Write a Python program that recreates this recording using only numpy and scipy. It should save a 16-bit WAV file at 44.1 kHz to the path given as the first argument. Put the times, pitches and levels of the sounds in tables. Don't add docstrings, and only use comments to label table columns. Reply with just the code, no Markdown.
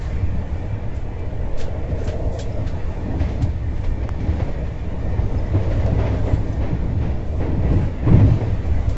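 import sys
import numpy as np
from scipy import signal
from scipy.fft import rfft, irfft
from scipy.io import wavfile
from scipy.ndimage import uniform_filter1d

SR = 44100
rng = np.random.default_rng(int(sys.argv[2]) if len(sys.argv) > 2 else 0)


def put_to_file(sound):
    columns = np.atleast_2d(sound).T
    safe = np.clip(columns, -1, 1)
    whole_steps = np.round(safe * 32767)
    wavfile.write(sys.argv[1], SR, whole_steps.astype(np.int16))


N = 395567

# (t/s, rail level/dB, wheel ring level/dB)
RUSH = [(0.0, -40, -46), (1.2, -39, -50.5), (2.1, -37, -47.5), (2.27, -39, -51.5), (2.87, -38, -47.5),
        (3.15, -34.5, -48), (3.57, -41.5, -50.5), (4.45, -37.5, -48.5), (4.75, -38.5, -47.5),
        (5.3, -36, -48), (5.6, -35, -45), (5.9, -34, -45), (6.1, -33, -44), (6.47, -37, -49.5),
        (7.44, -38, -50), (7.62, -39, -48), (7.72, -34, -45), (7.82, -36.5, -42), (7.92, -39.5, -49.5),
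        (8.05, -37.5, -44), (8.14, -33, -43.5), (8.3, -33, -43.5), (8.54, -37.5, -45.5),
        (8.97, -35.5, -47.5)]
# (f/Hz, width/Hz, level/dB)
BOGIE = [(152, 29, -1.5), (173, 87, 1.5), (264, 58, -1.5), (317, 47, -3.5), (405, 96, -15)]


def gain_of(db):
    return 10 ** (np.asarray(db) / 20)


def evened(x):
    return x / np.sqrt(np.mean(x ** 2) + 1e-20)


def add(mix, s, sound):
    part = mix[max(round(s * SR), 0):][:len(sound)]
    part += sound[:len(part)]


def along(rows):
    s, *columns = np.transpose(rows)
    return [np.interp(np.arange(N) / SR, s, c) for c in columns]


def shape(points, size, tilt_db=0., pivot_hz=1000):
    f, db = np.transpose(points)
    hz = np.fft.rfftfreq(size, 1 / SR) + 1
    curve_db = np.interp(np.log(hz), np.log(f + 1), db)
    return gain_of(curve_db + tilt_db * np.log2(hz / pivot_hz))


def modal(modes, size=N, order=2):
    hz = np.fft.rfftfreq(size, 1 / SR)
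    return np.sqrt(sum(gain_of(2 * db) / (1 + (2 * (hz - f) / w) ** 2) ** order for f, w, db in modes))


def noise(gain, size):
    a, b = rng.standard_normal((2, len(gain)))
    return evened(irfft((a + 1j * b) * gain, size))


def ringing(modes, t, turns):
    return sum(gain_of(db) * np.exp(-np.pi * width * t) * np.sin(2 * np.pi * (hz * t + turn))
               for (hz, width, db), turn in zip(modes, turns))


def flutter(seconds, depth_db):
    span = max(int(seconds * SR), 2)
    drift = uniform_filter1d(uniform_filter1d(rng.standard_normal(N), span), span)
    return gain_of(depth_db * evened(drift))


def steadied(x, seconds, share):
    span = int(seconds * SR)
    power = abs(uniform_filter1d(uniform_filter1d(x ** 2, span), span)) + 1e-3
    return evened(x / power ** (np.clip(share, 0, 1) / 2))


def patchy(x, depth_db):
    z = signal.stft(x, nperseg=1024, noverlap=768)[2]
    patches = uniform_filter1d(rng.standard_normal(z.shape), size=3, axis=0)
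    patches = evened(uniform_filter1d(patches, size=10, axis=1))
    return evened(signal.istft(z * gain_of(depth_db * patches), nperseg=1024, noverlap=768)[1][:N])


def heaving():
    # (f/Hz, level/dB)
    heave_curve = [(1, -2.5), (4, 21.5), (12, 15), (20, 0.5), (30, -61)]
    # (t/s, level/dB, f/Hz, length/s)
    s, db, hz, length = (1.525, -12, 9.5, .17)
    heave = gain_of(-27.5) * noise(shape(heave_curve, N), N)
    t = np.arange(round(length * SR)) / SR
    add(heave, s, gain_of(db) * np.sin(np.pi * t / length) * np.sin(2 * np.pi * hz * t))
    return heave


def rolling():
    # (t/s, floor boom level/dB, bogie level/dB, floor bending level/dB)
    ride = [(0.0, -31, -35, -25), (0.82, -27, -35, -32.5), (1.2, -30, -37.5, -31.5),
            (1.9, -27, -33.5, -29.5), (2.95, -29.5, -35, -30), (3.05, -23, -26.5, -32),
            (3.25, -29, -29.5, -21), (3.36, -29.5, -33, -28), (3.55, -26.5, -34, -26.5),
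            (4.15, -26.5, -34.5, -27), (4.22, -27, -28, -28), (4.65, -32, -34.5, -26.5),
            (5.3, -24.5, -33, -27.5), (5.84, -22, -28.5, -23.5), (6.54, -26, -30.5, -29.5),
            (6.75, -30.5, -26.5, -22), (6.93, -24.5, -32, -26), (7.05, -26, -26.5, -27.5),
            (7.3, -32, -36.5, -25.5), (7.42, -26, -31.5, -30), (7.55, -25, -27.5, -30),
            (7.64, -20.5, -31, -18), (7.74, -18, -18, -14), (7.86, -20.5, -29, -32),
            (7.95, -30, -29.5, -21.5), (8.05, -33, -28.5, -24), (8.09, -20, -27.5, -29),
            (8.15, -14.5, -13, -16), (8.27, -15.5, -24, -18.5), (8.36, -16, -25, -29),
            (8.55, -24.5, -33, -26.5), (8.97, -26, -32, -23)]
    # (f/Hz, level/dB)
    sway_curve = [(8, -19.5), (18, -5.5), (27, 1.5), (36, -5.5), (45, -17.5), (60, -24), (100, -64.5)]
    # (f/Hz, width/Hz, relative level/dB)
    floor_modes = [(59, 14, 1), (65.3, 17, -1), (82.4, 15, -2.5), (102.4, 20, -1), (119, 20, -10.5)]
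    # (f/Hz, level/dB)
    rail_curve = [(220, -32.5), (380, -1.5), (418, -0.5), (476, 1.5), (512, -2), (615, 1), (738, -6.5),
                  (886, -8), (1200, -19), (1560, -38.5), (2640, -120)]
    boom_db, bogie_db, bend_db = along(ride)
    lumps = flutter(.06, depth_db=1.7)

    calm_db, calm_boom_db, follows = -29, -28.5, 0.32
    sway_db = calm_db + follows * (boom_db - calm_boom_db)
    sway = gain_of(sway_db) * noise(shape(sway_curve, N), N) * flutter(0.14, depth_db=3.0)

    bend = gain_of(bend_db) * steadied(noise(modal(floor_modes[:2]), N), 0.11, share=0.89)
    boom = gain_of(boom_db) * steadied(noise(modal(floor_modes[2:]), N), 0.066, share=0.47)
    bogie = gain_of(bogie_db) * steadied(noise(modal(BOGIE), N), 0.062, share=0.45)
    rail = patchy(noise(shape(rail_curve, N), N), depth_db=1.7)
    rail *= gain_of(along(RUSH)[0]) * flutter(0.013, depth_db=0.5)
    return heaving() + sway + lumps * (bend + boom + bogie) + lumps ** .5 * rail


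def rumble_swells():
    # (loudest at t/s, level/dB, f/Hz, length scale/s)
    low_swells = [(0.147, -20, 79, 0.02), (0.234, -12.5, 82, 0.03), (0.549, -18, 77, 0.02),
                  (0.974, -19, 74.6, 0.028), (1.221, -17, 77.5, 0.035), (1.735, -15.5, 70.5, 0.041),
                  (1.932, -11.5, 86, 0.014), (2.08, -15, 83, 0.028), (2.216, -29, 88, 0.0098),
                  (3.105, -24, 93, 0.032), (3.219, -12.5, 87, 0.038), (3.435, -14, 112, 0.036),
                  (4.294, -10, 85, 0.037), (4.423, -11, 96, 0.024), (4.72, -13, 79, 0.014),
                  (4.928, -10.5, 74.5, 0.02), (5.194, -11.5, 90.5, 0.022), (5.559, -11.5, 97.4, 0.054),
                  (5.792, -11.5, 81, 0.031), (5.85, -10, 83.5, 0.024), (5.931, -8.5, 95.6, 0.016),
                  (6.336, -5, 84, 0.017), (6.581, -14, 71, 0.033), (6.736, -16, 113, 0.055),
                  (6.888, -18, 103, 0.016), (7.007, -17, 129, 0.017), (7.097, -11.5, 77, 0.019),
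                  (7.593, -7, 76.5, 0.017), (7.713, -13, 96, 0.018), (7.771, -13, 102, 0.024),
                  (7.859, -10, 89, 0.02), (8.079, -7, 116, 0.032), (8.148, -2.5, 107.6, 0.032),
                  (8.217, -9, 104, 0.036), (8.318, -6.5, 95, 0.025), (8.401, -10, 90.5, 0.022),
                  (8.651, -14, 85.4, 0.025), (8.715, -9.5, 69, 0.033), (8.81, -24, 82, 0.017),
                  (8.882, -11, 91, 0.02)]
    # (loudest at t/s, level/dB, f/Hz, length scale/s)
    higher_swells = [(0.353, -20, 172, 0.018), (1.684, -24, 515, 0.0095), (2.017, -27, 457, 0.017),
                     (2.68, -24, 164, 0.033), (3.065, -27, 276, 0.022), (3.105, -30, 170.0, 0.02),
                     (3.211, -24.0, 280, 0.036), (3.416, -22.5, 279.0, 0.026), (4.206, -17, 178, 0.016),
                     (4.293, -24, 172, 0.017), (4.412, -28, 566, 0.014), (4.489, -30, 587, 0.025),
                     (5.346, -24.5, 288, 0.013), (5.555, -20.5, 270, 0.016), (5.557, -27, 474, 0.0091),
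                     (5.716, -24, 520, 0.011), (5.992, -22, 590, 0.0094), (6.016, -27, 274, 0.025),
                     (6.317, -26, 282, 0.014), (6.645, -22, 557, 0.0087), (6.711, -22, 284, 0.011),
                     (6.733, -18, 168, 0.027), (7.004, -22.5, 157, 0.042), (7.424, -24.5, 307.0, 0.043),
                     (7.428, -27, 500, 0.01), (7.584, -19, 167, 0.036), (7.654, -14.5, 163, 0.019),
                     (7.705, -22, 304, 0.015), (7.72, -17, 181.0, 0.012), (7.737, -25, 486, 0.023),
                     (7.774, -17.5, 310, 0.022), (7.819, -17.5, 153, 0.04), (8.077, -17, 300, 0.022),
                     (8.113, -11, 169, 0.032), (8.133, -14.5, 269, 0.024), (8.134, -35, 559.0, 0.015),
                     (8.176, -8, 169, 0.02), (8.18, -24, 483, 0.013), (8.185, -16.5, 303, 0.017),
                     (8.231, -31, 524.0, 0.01), (8.246, -15, 270, 0.042), (8.278, -24, 607, 0.018),
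                     (8.304, -17.5, 166, 0.049), (8.877, -29, 277, 0.057)]
    tones = low_swells + higher_swells
    out, t = np.zeros(N), np.arange(-3000, 5000) / SR
    for (s, db, hz, length), turn in zip(tones, rng.random(len(tones))):
        rise = np.exp(-(t / (0.34 * length)) ** 2)
        fall = 1 / np.cosh(t / (0.33 * length))
        swell = np.where(t < 0, rise, fall)
        add(out, s + t[0], gain_of(db) * swell * np.sin(2 * np.pi * (hz * t + turn)))
    return out


def jolts():
    # (t/s, clatter level/dB, fading t60/s, brightness/dB per octave, knock level/dB before a common cut)
    joints = [(0.209, -49, 0.29, -3, -25), (0.515, -47, 0.206, -2, -20), (1.723, -38.5, 0.3, -14, -20),
              (1.896, -48, 0.19, 5, -5.5), (2.065, -24, 0.25, -7, -13), (3.2, -33.5, 0.45, 2, -6),
              (3.288, -38.5, 0.3, 3.5, -24), (3.409, -34.5, 0.1, 0, -6), (3.759, -42, 0.37, 2.5, -38),
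              (3.839, -32, 0.21, 0.8, -35), (4.029, -32.5, 0.26, -0.5, -24), (4.199, -40, 0.43, 3, -26),
              (4.273, -37.5, 0.99, 1, -16), (4.396, -26, 0.25, -2, -10), (4.479, -28.5, 0.24, -4, -10),
              (4.909, -51, 0.26, -4, -26), (5.179, -28.5, 0.18, -4, -16), (5.54, -25.5, 0.58, -4, 0),
              (5.619, -38, 0.5, 2, -29), (5.707, -32.5, 0.27, 0.7, -34), (5.798, -37.5, 0.23, 2.5, -25),
              (5.985, -27, 0.76, -1.2, -21.5), (6.059, -27.5, 0.23, 0.5, -18),
              (6.26, -27.5, 0.66, -2.5, -23), (6.333, -42.5, 0.19, 6, -1), (6.612, -29, 0.95, -1.5, -30),
              (7.01, -32.5, 0.7, -0.6, -31), (7.403, -27, 0.99, -2.5, -24), (7.625, -30.5, 0.91, -2.5, -26),
              (7.705, -24.5, 0.38, -5.5, -14), (8.065, -24, 0.78, -3, -26), (8.129, -29, 0.59, 0, -15),
              (8.194, -22.5, 0.16, -2.5, -19), (8.267, -28.5, 0.22, -5.5, -30),
              (8.409, -24.5, 0.34, -4.5, -33), (8.655, -32.5, 0.36, -3.5, -15)]
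    # (f/Hz, level/dB)
    clatter_curve = [(150, -26.5), (250, -2), (364, -4), (632, -17), (731, -18.5), (935, -21), (1420, -32),
                     (1960, -25.5), (3210, -37), (6340, -48.5), (8000, -63.5), (10400, -87.5),
                     (17600, -120)]
    out, t = np.zeros(N), np.arange(16384) / SR
    low_cut = shape([(200, -28.5), (600, -8.0)], len(t))
    knock_modes = [(hz, width, db - 7) for hz, width, db in BOGIE]
    for s, db, t60, tilt_db, knock_db in joints:
        clatter = noise(shape(clatter_curve, len(t), tilt_db) * low_cut, len(t))
        rise = .006 + .05 * t60
        swell = np.sin(np.pi / 2 * np.minimum(t / rise, 1)) ** 2
        fade = gain_of(db - 60 * np.maximum(t - rise / 2, 0) / t60)
        add(out, s - rise / 2, swell * fade * clatter)
        knock = ringing(knock_modes, t, rng.random(len(knock_modes)))
        add(out, s, gain_of(knock_db) * np.minimum(t / 0.017, 1) * knock)
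    return out


def buzz():
    # (t/s, level/dB)
    spells = [(1.45, -62), (1.54, -36.5), (1.75, -37), (1.83, -42.5), (1.92, -34.5), (2.05, -37),
              (2.36, -36.5), (2.64, -38.5), (2.76, -51), (2.9, -66.5), (5.2, -69.5), (5.45, -48),
              (5.65, -35.5), (5.85, -38), (6.0, -36), (6.2, -39), (6.35, -42.5), (6.5, -66)]
    # (f/Hz, width/Hz, relative level/dB)
    panel_modes = [(470, 40, -1), (519, 38, 0.5), (560, 40, 0), (596.7, 36, -1), (624.6, 30, -7)]
    taps_per_s = 66
    swell = gain_of(along(spells)[0]) * flutter(0.061, depth_db=3.0)
    tap_count = np.floor(np.cumsum(np.full(N, taps_per_s)) / SR)
    taps = np.diff(tap_count, prepend=0) * gain_of(2.5 * rng.standard_normal(N))
    drive = evened(taps) + 1.4 * rng.standard_normal(N)
    t = np.arange(2000) / SR
    ring = ringing(panel_modes, t, np.zeros(len(panel_modes)))
    soft_ring = ring * (1 - np.exp(-t / 0.0043))
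    panel = evened(signal.oaconvolve(drive, soft_ring)[:N])
    return swell * steadied(panel, 0.05, share=0.6)


def rattles():
    # (t/s, level/dB, rise/s before a slight stretch, fading t60/s, brightness/dB per octave)
    bursts = [(0.0, -53.5, 0.013, 1.1, 11), (.92, -57, 0.042, 0.34, 14), (1.19, -58, 0.0046, 0.084, 10),
              (1.564, -43.5, 0.023, 0.31, 4.5), (1.586, -38, 0.026, 0.23, 2.5),
              (1.929, -54.5, 0.078, 0.69, 5), (2.035, -49.5, 0.0093, 0.31, 20),
              (2.068, -37, 0.011, 0.25, 2), (2.31, -53, 0.022, 0.83, 15), (2.382, -37, 0.013, 0.19, 7),
              (2.661, -40, 0.013, 0.22, 0.5), (3.188, -53, .02, 0.3, 1), (3.29, -56, 0.035, .5, 4),
              (3.412, -40.5, 0.014, 0.13, 5.5), (3.47, -51, .03, .8, -1), (3.75, -61, .025, .25, -3),
              (5.628, -55, .01, .15, -3), (5.715, -45, 0.018, 0.23, -5), (5.859, -41, 0.0036, 0.14, -1.5),
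              (5.985, -48, .025, 0.3, -4), (6.06, -52, 0.015, .5, -4), (6.78, -55, 0.037, .5, -4),
              (6.99, -47, 0.065, .5, -5), (7.1, -55, .02, .5, 0), (7.399, -52, .008, 0.25, -5),
              (7.69, -50.5, .04, .6, 2), (8.071, -48, .06, 0.96, -5.5), (8.1, -57, .08, 1.44, 0.5),
              (8.64, -58, 0.026, 0.205, 16), (8.89, -45, .004, 0.25, 8)]
    # (f/Hz, level/dB)
    fitting_curve = [(710, -34.5), (1200, -6), (1580, -1), (1730, -5.5), (2080, -8), (3130, -9),
                     (4120, -11.5), (6690, -19), (7370, -19), (8250, -32.5), (10700, -57.5), (18200, -120)]
    out, t = np.zeros(N), np.arange(22050) / SR
    for s, db, rise, t60, tilt_db in bursts:
        unevenness = uniform_filter1d(rng.standard_normal(len(t)), size=130)
        grit = evened(gain_of(1.3 * evened(unevenness)))
        swell = np.sin(np.pi / 2 * np.minimum(t / (1.1 * rise), 1)) ** 2
        fade = gain_of(db - 60 * np.maximum(t - rise, 0) / t60)
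        rattle = noise(shape(fitting_curve, len(t), tilt_db, pivot_hz=4000), len(t))
        add(out, s, swell * fade * grit * rattle)
    return out


def squeaks():
    # (t/s, level/dB, f/Hz, width/Hz, length/s)
    squeak_rows = [(1.967, -64, 6190, 400, 0.089), (2.394, -53, 7450, 300, 0.044),
                   (2.5, -64, 5200, 400, 0.015), (2.518, -56, 5250, 500, 0.019),
                   (2.547, -64, 5250, 400, 0.02), (2.57, -62, 5100, 400, 0.017),
                   (2.595, -61, 5100, 400, 0.018), (2.62, -65, 5100, 300, 0.016),
                   (2.728, -67, 5100, 300, 0.016), (2.383, -49, 1590, 80, 0.04),
                   (2.388, -54.5, 3310, 120, 0.064), (3.407, -38, 780, 250, 0.016),
                   (5.375, -55, 5150, 160, 0.027), (5.458, -59, 5270, 252, 0.019),
                   (6.22, -65, 7400, 400, 0.19), (6.465, -65, 6100, 250, 0.04),
                   (6.522, -59, 6100, 250, 0.025), (8.067, -35, 1010, 300, 0.03)]
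    out = np.zeros(N)
    for s, db, hz, width, length in squeak_rows:
        t = np.arange(round(length * SR)) / SR
        tone = noise(modal([(hz, width, 0)], size=16384), 16384)[:len(t)]
        swell = 1.47 * np.sin(np.pi * t / length)
        add(out, s, gain_of(db) * swell * tone)
    return out


def clicks():
    # (t/s, low mode level/dB, high mode level/dB), both before damping
    click_rows = [(4.0915, -2, -18), (5.8625, -19, -25), (6.338, -25, -31)]
    # (f/Hz, width/Hz, rise/s, lag/s)
    click_modes = [(790, 1100, .0004, 0), (6300, 3000, .0001, .00028)]
    out, t = np.zeros(N), np.arange(400) / SR
    for s, *levels_db in click_rows:
        for db, (hz, width, rise, lag) in zip(levels_db, click_modes):
            ring = ringing([(hz, width, db)], t, [1 / 8])
            add(out, s + lag, np.minimum(t / rise, 1) * ring)
    return out


def whining():
    # (f/Hz, width/Hz, level/dB)
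    whine_modes = [(1822, 24, -61), (2340, 30, -63), (3440, 11, -72.5), (890, 200, -52.5)]
    # (t/s, level change/dB)
    singing = [(0, -3), (.45, 5.5), (1.0, -1.5), (1.6, -6), (2.0, 1), (3.2, 2), (3.45, -6), (3.7, 6.5),
               (4.1, 4.5), (4.4, 3.5), (5.5, 3.5), (6.2, -12), (6.7, 9), (7.0, -10), (8.97, -6)]
    first, *others = [gain_of(db) * noise(modal([(hz, width, 0)]), N) * flutter(0.07, depth_db=2.5)
                      for hz, width, db in whine_modes]
    return gain_of(along(singing)[0]) * first + sum(others)


def rushing():
    # (f/Hz, level/dB)
    wheel_curve = [(650, -34), (1100, -5.5), (1340, -5.5), (1880, -3.5), (1920, -2), (2420, -7.5),
                   (2510, -8), (3400, -17.5), (4420, -48.5), (7480, -120)]
    # (f/Hz, level/dB)
    air_curve = [(1880, -13), (3200, -9), (3480, -5), (3650, -5), (5890, -12.5), (7010, -13), (7530, -19),
                 (8250, -42), (10700, -55), (18200, -120)]
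    # (t/s, level/dB)
    hiss = [(0.0, -52), (0.17, -58), (0.75, -60.5), (1.47, -61.5), (2.62, -56.5), (3.02, -57),
            (3.37, -56.5), (3.62, -61), (4.12, -58.5), (4.34, -55), (4.94, -58.5), (5.17, -56.5),
            (5.74, -53.5), (6.24, -52.5), (6.42, -56.5), (7.44, -59.5), (7.64, -57), (7.89, -57),
            (8.12, -60), (8.25, -52), (8.32, -50.5), (8.57, -55.5), (8.82, -55), (8.97, -55)]
    bumps = flutter(0.025, depth_db=0.5)
    wheel = gain_of(along(RUSH)[1]) * patchy(noise(shape(wheel_curve, N), N), depth_db=2.5)
    air = gain_of(along(hiss)[0]) * patchy(noise(shape(air_curve, N), N), depth_db=2.0)
    return bumps * (wheel + air) + whining()


def scene():
    coach = rolling() + rumble_swells() + jolts() + buzz()
    details = rattles() + squeaks() + clicks()
    return (coach + details + rushing())[None]


def record(dry):
    # (f/Hz, level/dB)
    mic_curve = [(7300, -0.5), (7800, -2.5), (8300, -23.5)]
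    full_scale, edge_hz = 1.1, 8350
    picked_up = irfft(rfft(dry) * shape(mic_curve, N), N)
    heard = full_scale * np.tanh(picked_up / full_scale)
    band_limit = signal.firwin(1023, edge_hz, window=("kaiser", 9), fs=SR)
    return signal.oaconvolve(heard, band_limit[None], "same")


dry = scene()
out = record(dry)
put_to_file(out)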